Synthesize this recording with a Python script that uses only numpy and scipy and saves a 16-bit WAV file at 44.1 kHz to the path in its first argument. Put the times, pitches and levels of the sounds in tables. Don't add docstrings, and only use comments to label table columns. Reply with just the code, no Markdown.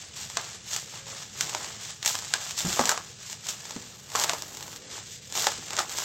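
import sys
import numpy as np
from scipy import signal
from scipy.io import wavfile
from scipy.ndimage import uniform_filter1d

SR = 44100
rng = np.random.default_rng(int(sys.argv[2]) if len(sys.argv) > 2 else 0)


def natural_amplitude(level_db):
    exponent = np.asarray(level_db, float) / 20
    return 10 ** exponent


def put_to_file(sound):
    columns = np.atleast_2d(sound).T
    safe = np.clip(columns, -1, 1)
    whole_steps = np.round(safe * 32767)
    wavfile.write(sys.argv[1], SR, whole_steps.astype(np.int16))


N = 266364
HZ = np.fft.rfftfreq(2048, 1 / SR)

# peak time in seconds, grit level in dB, seconds to rise 10 dB,
# seconds to fall 10 dB, block crunch in dB relative to the grit.
SQUEEZES = [(0.0, -43, .05, .11, -11), (.385, -43, .02, .09, 1.5), (.74, -31, .055, .08, -15),
            (.96, -48, .07, .07, -1.5), (1.425, -32, .06, .05, -12), (2.075, -27, .027, .1, -11),
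            (2.355, -38, .02, .07, -3), (2.592, -28, .026, .06, -16), (2.73, -33, .03, .03, -12),
            (2.804, -40, .03, .04, 7), (2.905, -36, .05, .06, 2.5), (3.322, -39.5, .1, .045, -16),
            (3.492, -31, .035, .045, -13), (3.7, -43, .25, .33, -8.5), (4.222, -29, .06, .045, -8),
            (4.308, -35, .04, .07, -.4), (5.146, -40.5, .1, .035, -26), (5.466, -36, .05, .08, -3),
            (5.74, -46, .05, .05, 4), (5.795, -32, .03, .045, -1.5), (5.913, -35.5, .03, .1, -11)]
# start in seconds, end in seconds, grit level in dB,
# seconds to fall 10 dB, block crunch in dB relative to the grit.
STREAMS = [(.17, .235, -38.5, .065, -13), (.31, .56, -43.5, .03, -14), (.91, .99, -45, .04, -14),
           (1.08, 1.23, -42, .05, -9), (1.47, 1.66, -40, .17, -6.5), (1.82, 1.91, -39.5, .045, -14),
           (2.25, 2.33, -41.5, .1, -12), (2.42, 2.52, -38, .03, -12), (2.666, 2.9, -32.5, .06, -8.5),
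           (3.05, 3.1, -48, .06, -10.5), (3.21, 3.27, -48, .1, -10.5), (4.16, 4.2, -33, .1, -5),
           (4.38, 4.77, -45.5, .03, -8), (4.82, 4.9, -54, .1, -5), (4.92, 4.98, -41.5, .055, -9),
           (5.07, 5.09, -50, .1, -24), (5.23, 5.32, -48.5, .1, -20), (5.37, 5.43, -28, .1, -11),
           (5.63, 5.76, -44.5, .1, -12), (5.97, 6.04, -33.5, .1, -8)]
STREAM_RISE_S = .028
REST_DB, REST_CRUNCH_DB = -55, -69

# time in seconds, grain size in dB.
GRAIN_SIZE = [(0, 1.5), (1.9, 1.5), (2.07, -2.5), (2.3, 2.5), (2.6, .6), (2.9, -1.5), (3.2, 1.5), (3.5, .4),
              (3.8, -.4), (4.0, -3.5), (4.3, -1.5), (4.4, -4.5), (4.77, -4.5), (4.84, 2.5), (5.2, 2.5),
              (5.35, -1.5), (5.58, 3), (5.85, -1.5)]
COARSE_DB, COARSE_PER_CRUNCH, COARSE_PER_FLOW, COARSE_PER_SIZE = 1.5, .4, -.35, .8
FIZZ_DB, FIZZ_PER_FLOW, FIZZ_PER_SIZE = -12.8, .1, -.9
GRAINY_DB, GRAINY_PER_FLOW = 1.2, .13

# time in seconds, snap peak in dB, block knock in dB relative to the snap,
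# knock pitch in Hz, coarse grain in dB.
CRACKS = [(.3697, -11, -13, 1070, 13), (.7625, -6, -27, 1240, -4), (1.4079, -1.5, -31, 1450, -1),
          (1.5476, -10.5, -13, 950, 2.5), (2.0267, -14, -22, 1800, 5), (2.0589, -2, -44, 1830, 1.5),
          (2.0766, -3.5, -30, 1000, -4), (2.152, -10.5, -21, 1130, 7), (2.337, 1.5, -22, 1600, -2.5),
          (2.7925, -11, -.4, 816, 7), (2.811, -12, -12, 1120, 5), (2.8546, -5.5, -23, 708, -2.1),
          (2.8918, 1.1, -19.5, 1600, .1), (2.9148, -6.5, -18, 1340, -1), (2.9755, -15, -11, 1120, 5),
          (4.151, -12.5, -5, 1140, -1), (4.1556, -8.5, -14, 1300, 1.1), (4.237, -2.1, -30, 900, -4),
          (4.2941, -6.5, -16.5, 1050, 8), (4.4209, -12.5, -27, 970, -5), (5.4684, -2.5, -13.5, 843, 7.5),
          (5.7864, -9, -12, 1094, 1.1), (5.7898, -4.5, -15.5, 1300, 2.5), (5.8004, -21, -5, 1270, 1.1)]
# time in seconds, snap peak in dB, block knock in dB relative to the snap.
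CHIPS = [(.2994, -20.5, -20), (.7316, -14, -28), (1.0673, -27.5, -14.5), (1.5298, -24.5, -9),
         (1.644, -16, -22), (2.0925, -16, -24), (2.2223, -22.5, -15.5), (2.6501, -17, -19),
         (2.7275, -11, -24), (2.7654, -22.5, -17), (2.8734, -11.5, -15), (2.9214, -14, -7.5),
         (3.6526, -21, -21), (3.707, -18.5, -18.5), (3.7623, -23, -17), (4.1175, -22, -19),
         (4.19, -10.5, -17), (4.2134, -13, -16), (4.2424, -7, -15.5), (4.3334, -13, -12), (4.607, -22, -19),
         (4.6787, -26.5, -13), (4.9791, -24.5, -12.5), (5.3525, -13, -19.5), (5.3747, -15, -18.5),
         (5.442, -11, -19), (5.7054, -15, -22), (5.7314, -13, -22), (5.7764, -14, -18), (5.9844, -11, -23)]
CHIP_HZ, CHIP_GRAIN_DB = 950, 1.5
# time in seconds, snap peak in dB.
TICKS = [(.4424, -28), (.7116, -18), (1.494, -12.5), (2.0478, -10.5), (2.0623, -9), (2.1878, -13.5),
         (2.2466, -18), (2.5079, -13), (2.5184, -25), (2.577, -12), (2.6044, -9.5), (2.7, -19),
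         (2.8974, -15), (3.298, -19.5), (3.3281, -15), (3.4678, -17), (3.487, -14), (4.1011, -24),
         (4.1969, -8), (4.2044, -15), (4.548, -23), (4.57, -17.5), (4.6258, -17), (4.728, -23),
         (4.7602, -22), (5.2992, -26), (5.3232, -16), (5.682, -23), (5.7658, -11), (5.894, -16)]
TICK_KNOCK_DB, TICK_HZ, TICK_GRAIN_DB = -27, 950, -.4
SPRAY_DB = -25

# frequency in Hz, level in dB.
GRIT_TONE = [(710, -19), (1200, -18.5), (1750, -6), (1980, -8), (3360, -3), (4450, -3.5), (7330, 1),
             (8260, -6), (9720, -31.5), (10600, -26), (11800, -23.5), (12900, -21), (16000, -28.5)]
# frequency in Hz, level in dB.
BLOCK_TONE = [(150, -18.5), (250, -11), (468, -5.5), (562, -3), (801, 0.5), (1250, 1), (1530, -3.5),
              (1660, -3), (2200, -8), (2860, -32), (4840, -120)]

# frequency in Hz, level in dB per Hz.
ROOM_TONE = [(15, -42), (25, -15), (76, 2), (102, 9.5), (211, 2.5), (278, -10), (393, -6.5), (435, -4),
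             (482, -3.5), (800, -20.5), (1040, -32), (1760, -120)]
ROOM_DB = -53.5
# start in seconds, end in seconds, level in dB.
STREET = [
    (1.42, 1.68, -47),
    (2.15, 2.19, -52),
    (2.6, 3.02, -50),
    (3.7, 3.85, -53),
    (4.2, 4.98, -48.5),
    (5.32, 6.04, -49.5),
]
STREET_LULL_DB, PASS_S = -64, .07
# start in seconds, end in seconds, pitch in Hz, level in dB.
DRONES = [
    (0.95, 1.205, 546, -54.5),
    (3.68, 3.937, 243.5, -55),
    (4.78, 4.96, 520, -58),
]

# time in seconds, peak in dB, basin pitch in Hz, decay by 60 dB in seconds.
THUDS = [
    (1.431, -39.5, 148, 0.15),
    (1.544, -40, 400, 0.08),
    (2.643, -24.5, 169, 0.11),
    (2.677, -26.5, 196, 0.089),
    (2.73, -35, 121, 0.08),
    (2.792, -20.5, 241, 0.086),
    (2.84, -32, 214, 0.09),
    (3.759, -22.5, 235, 0.037),
    (4.145, -38, 412, 0.033),
    (5.581, -31, 244, 0.031),
]
# time in seconds, level in dB, pitch in Hz,
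# decay by 60 dB in seconds.
SHOVES = [
    (2.665, -36, 60, 0.14),
    (2.7, -40, 75, .1),
]
# delay in seconds, level in dB.
WALLS = [
    (.0014, -24.5),
    (.0025, -22.5),
    (.0047, -20.5),
    (.0072, -38),
]


def read(points, hz):
    f, value = np.transpose(points)
    return np.interp(np.log(hz + 1), np.log(f + 1), value)


def evened(x):
    return x / np.sqrt(np.mean(x ** 2) + 1e-20)


def add(mix, s, sound):
    part = mix[max(round(s * SR), 0):][:len(sound)]
    part += sound[:len(part)]


def butter(x, order, hz, kind):
    return signal.lfilter(*signal.butter(order, hz, kind, fs=SR), x)


def colour(x, db):
    log_gain = np.log(natural_amplitude(np.maximum(db, -100)))
    circle = np.concatenate([log_gain, log_gain[-2:0:-1]])
    taps = np.fft.ifft(np.exp(np.conj(signal.hilbert(circle)))).real
    return signal.oaconvolve(x, taps / np.linalg.norm(taps))[:N]


def ring(t, hz, t60):
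    return natural_amplitude(-60 * t / t60) * np.sin(2 * np.pi * hz * t) * (1 - np.exp(-t * hz * 3))


def swells(rows, rest_db):
    now = np.arange(0, N + 64, 64) / SR
    start, end, db, rise, fall = np.transpose(rows)[:, :, None]
    db = db - 10 * np.maximum(start - now, 0) / rise - 10 * np.maximum(now - end, 0) / fall
    power = (natural_amplitude(db) ** 2).sum(0) + natural_amplitude(rest_db) ** 2
    return np.interp(np.arange(N) / SR, now, 10 * np.log10(power))


def grains(per_s, spread_db, clump_db, clump_s):
    hit = rng.random(N) < per_s / SR
    big = np.minimum(rng.exponential(1, N), 4.5)
    clump = evened(uniform_filter1d(rng.standard_normal(N), size=max(round(clump_s * SR), 1)))
    x = hit * rng.standard_normal(N) * natural_amplitude(spread_db * big + clump_db * clump)
    return x / np.sqrt(uniform_filter1d(x ** 2, size=3000) + 1e-12)


def coarser(x, db):
    return x + (natural_amplitude(db) - 1) * butter(x, 1, 3000, "low")


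def hands():
    moves = [(s, s, db, up, down, rel) for s, db, up, down, rel in SQUEEZES]
    moves += [(a, b, db, STREAM_RISE_S, down, rel) for a, b, db, down, rel in STREAMS]
    crunch = [(a, b, db + rel, up, down) for a, b, db, up, down, rel in moves]
    return swells([m[:-1] for m in moves], REST_DB), swells(crunch, REST_CRUNCH_DB)


def slipping_grains(flow_db, coarse_db, grainy_db):
    clicks = grains(12000, np.clip(grainy_db, 0, 8), 1.27, 0.0059) * natural_amplitude(flow_db)
    pings = grains(500, 2.5, 1.6, 0.0051) * natural_amplitude(flow_db - 14.5 + grainy_db)
    return coarser(clicks, coarse_db) + butter(pings, 1, [5500, 8200], "band")


def snap_and_spray(t, a, b):
    splinters = natural_amplitude(SPRAY_DB + 6) * (t < .0055) * (1 - 120 * t)
    snap = a * (0.17 * natural_amplitude(-60 * t / 0.0011) + splinters)
    snap[0] = 1.9
    patter = b * natural_amplitude(4.5 * evened(uniform_filter1d(a, size=30)) - 8)
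    spill = natural_amplitude(SPRAY_DB - 60 * t / 0.032) * (1 - np.exp(-t / 0.00033))
    return snap + patter * spill


def block_knock(t, hz, noise):
    knock = ring(t, hz, 0.013) + 0.67 * ring(t, hz * 1.346, 0.0063)
    knock += 0.17 * ring(t, hz * .66, 0.05) + 0.26 * ring(t, hz * 0.52, 0.011)
    knock += 0.22 * ring(t, hz * 1.95, 0.0069)
    settle = evened(butter(noise, 2, [hz * 0.61, hz * 1.3], "band"))
    return knock + natural_amplitude(-20.5 - 60 * t / .12) * settle * (1 - np.exp(-t / 0.001))


def breaks():
    rows = CRACKS + [(*c, CHIP_HZ, CHIP_GRAIN_DB) for c in CHIPS]
    rows += [(*c, TICK_KNOCK_DB, TICK_HZ, TICK_GRAIN_DB) for c in TICKS]
    snaps, knocks = np.zeros((2, N))
    t = np.arange(5000) / SR
    chance = rng.standard_normal((len(rows), 3, len(t)))
    for (at, snap_db, knock_db, hz, grain_db), (a, b, c) in zip(rows, chance):
        snap = coarser(snap_and_spray(t, a, b), grain_db)
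        add(snaps, at + .0012, natural_amplitude(snap_db - 1.5) * snap)
        add(knocks, at + 0.00093, natural_amplitude(snap_db + knock_db + 7.5) * block_knock(t, hz, c))
    return snaps, butter(knocks, 2, 330, "high")


def sand():
    flow_db, crunch_db = hands()
    rush = flow_db - flow_db.mean()
    size_db = np.interp(np.arange(N) / SR, *np.transpose(GRAIN_SIZE))
    give = crunch_db - crunch_db.mean() - rush
    coarse_db = COARSE_DB + COARSE_PER_CRUNCH * give + COARSE_PER_FLOW * rush + COARSE_PER_SIZE * size_db
    fizz_db = FIZZ_DB + FIZZ_PER_FLOW * rush + FIZZ_PER_SIZE * size_db
    slips = slipping_grains(flow_db, coarse_db, GRAINY_DB + GRAINY_PER_FLOW * rush)
    snaps, knocks = breaks()
    fine = HZ > 9600
    tone = read(GRIT_TONE, HZ) - 12 * np.maximum(np.log2(700 / (HZ + 1)), 0)
    tone -= 40 * (HZ > 15850)
    grit = colour(slips + snaps, np.where(fine, tone - 60, tone))
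    fizz = (slips + natural_amplitude(-2.5) * snaps) * natural_amplitude(fizz_db - 3.5)
    fizz = colour(fizz, np.where(fine, tone, tone - 80))
    crunch = grains(3000, 3.3, 2.1, 0.0087) * natural_amplitude(crunch_db)
    crunch = colour(crunch, read(BLOCK_TONE, HZ) - 30 * (HZ < 150))
    return grit + knocks + crunch, fizz


def basin_echoes(dry):
    t = np.arange(5000) / SR
    echo = rng.choice([-1., 1.], len(t)) * (rng.random(len(t)) < .05) * natural_amplitude(-60 * t / 0.12) * (t > .008)
    echo *= natural_amplitude(-10.5) / np.linalg.norm(echo)
    for s, db in WALLS:
        echo[round(s * SR)] = natural_amplitude(db)
    return butter(signal.oaconvolve(dry, echo)[:N], 1, 6000, "low")


def room():
    swell_db = evened(uniform_filter1d(rng.standard_normal(N), size=6000))
    out = natural_amplitude(ROOM_DB + swell_db) * colour(rng.standard_normal(N), read(ROOM_TONE, HZ))
    murmur = evened(butter(rng.standard_normal(N), 2, [240, 520], "band"))
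    street_db = swells([(a, b, db, PASS_S, PASS_S) for a, b, db in STREET], STREET_LULL_DB)
    out += natural_amplitude(street_db - 7.5) * murmur
    for start, end, hz, db in DRONES:
        t = np.arange(0, end - start, 1 / SR)
        add(out, start, natural_amplitude(db) * np.sin(2 * np.pi * hz * t) * signal.windows.tukey(len(t), .5))
    return out


def thuds():
    out, t = np.zeros(N), np.arange(8000) / SR
    chance = rng.standard_normal((len(THUDS), len(t)))
    for (at, db, hz, t60), noise in zip(THUDS, chance):
        scatter = evened(butter(noise, 2, [110, 380], "band"))
        fade = natural_amplitude(-60 * t / (1.67 * t60)) * (1 - np.exp(-t / 0.0013))
        add(out, at + 0.00302, natural_amplitude(db + 1.5) * (-ring(t, hz, t60) + .3 * scatter * fade))
    return out


def rocking_basin():
    out, t = np.zeros(N), np.arange(5000) / SR
    for at, db, hz, t60 in SHOVES:
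        add(out, at, natural_amplitude(db) * ring(t, hz, t60))
    return out


def scene():
    body, fizz = sand()
    dry = body + fizz + thuds() + rocking_basin()
    wet = basin_echoes(dry)
    side = natural_amplitude(-13) * fizz * np.sign(uniform_filter1d(rng.standard_normal(N), size=8))
    side = colour(side, np.where((HZ > 9000) & (HZ < 15800), 0, -70))
    return dry + wet + room() + np.array([side, -side])


def treble_dropouts(x, margin_db=2.0, luck_db=4.0):
    hz, _, z = signal.stft(x, SR, nperseg=2048, noverlap=1024)
    edges = np.searchsorted(hz, np.arange(9000, 17500, 690))
    power = np.add.reduceat((abs(z) ** 2).mean(0), edges, axis=0)[:-1]
    loud_db = 10 * np.log10((abs(z) ** 2).mean((0, 1)) + 1e-16)
    level_db = 10 * np.log10(power + 1e-16) - .85 * loud_db
    luck = uniform_filter1d(rng.standard_normal(power.shape), size=3, axis=1)
    luck = evened(uniform_filter1d(luck, size=2, axis=0))
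    floor_db = np.percentile(level_db, 25, axis=1, keepdims=True) - margin_db
    blank = level_db + luck_db * luck < floor_db
    z[:, edges[0]:edges[-1]] *= np.repeat(~blank, np.diff(edges), axis=0)
    return signal.istft(z, SR, nperseg=2048, noverlap=1024)[1][:, :N]


def band_limit(x):
    return signal.sosfilt(signal.butter(12, 16860, fs=SR, output="sos"), x)


def record(dry):
    limited = 1.15 * np.tanh(dry / 1.15)
    edge = signal.firwin(255, 16300, fs=SR)[None]
    mix = signal.oaconvolve(treble_dropouts(limited), edge, "same")
    return band_limit(mix)


dry = scene()
out = record(dry)
put_to_file(out)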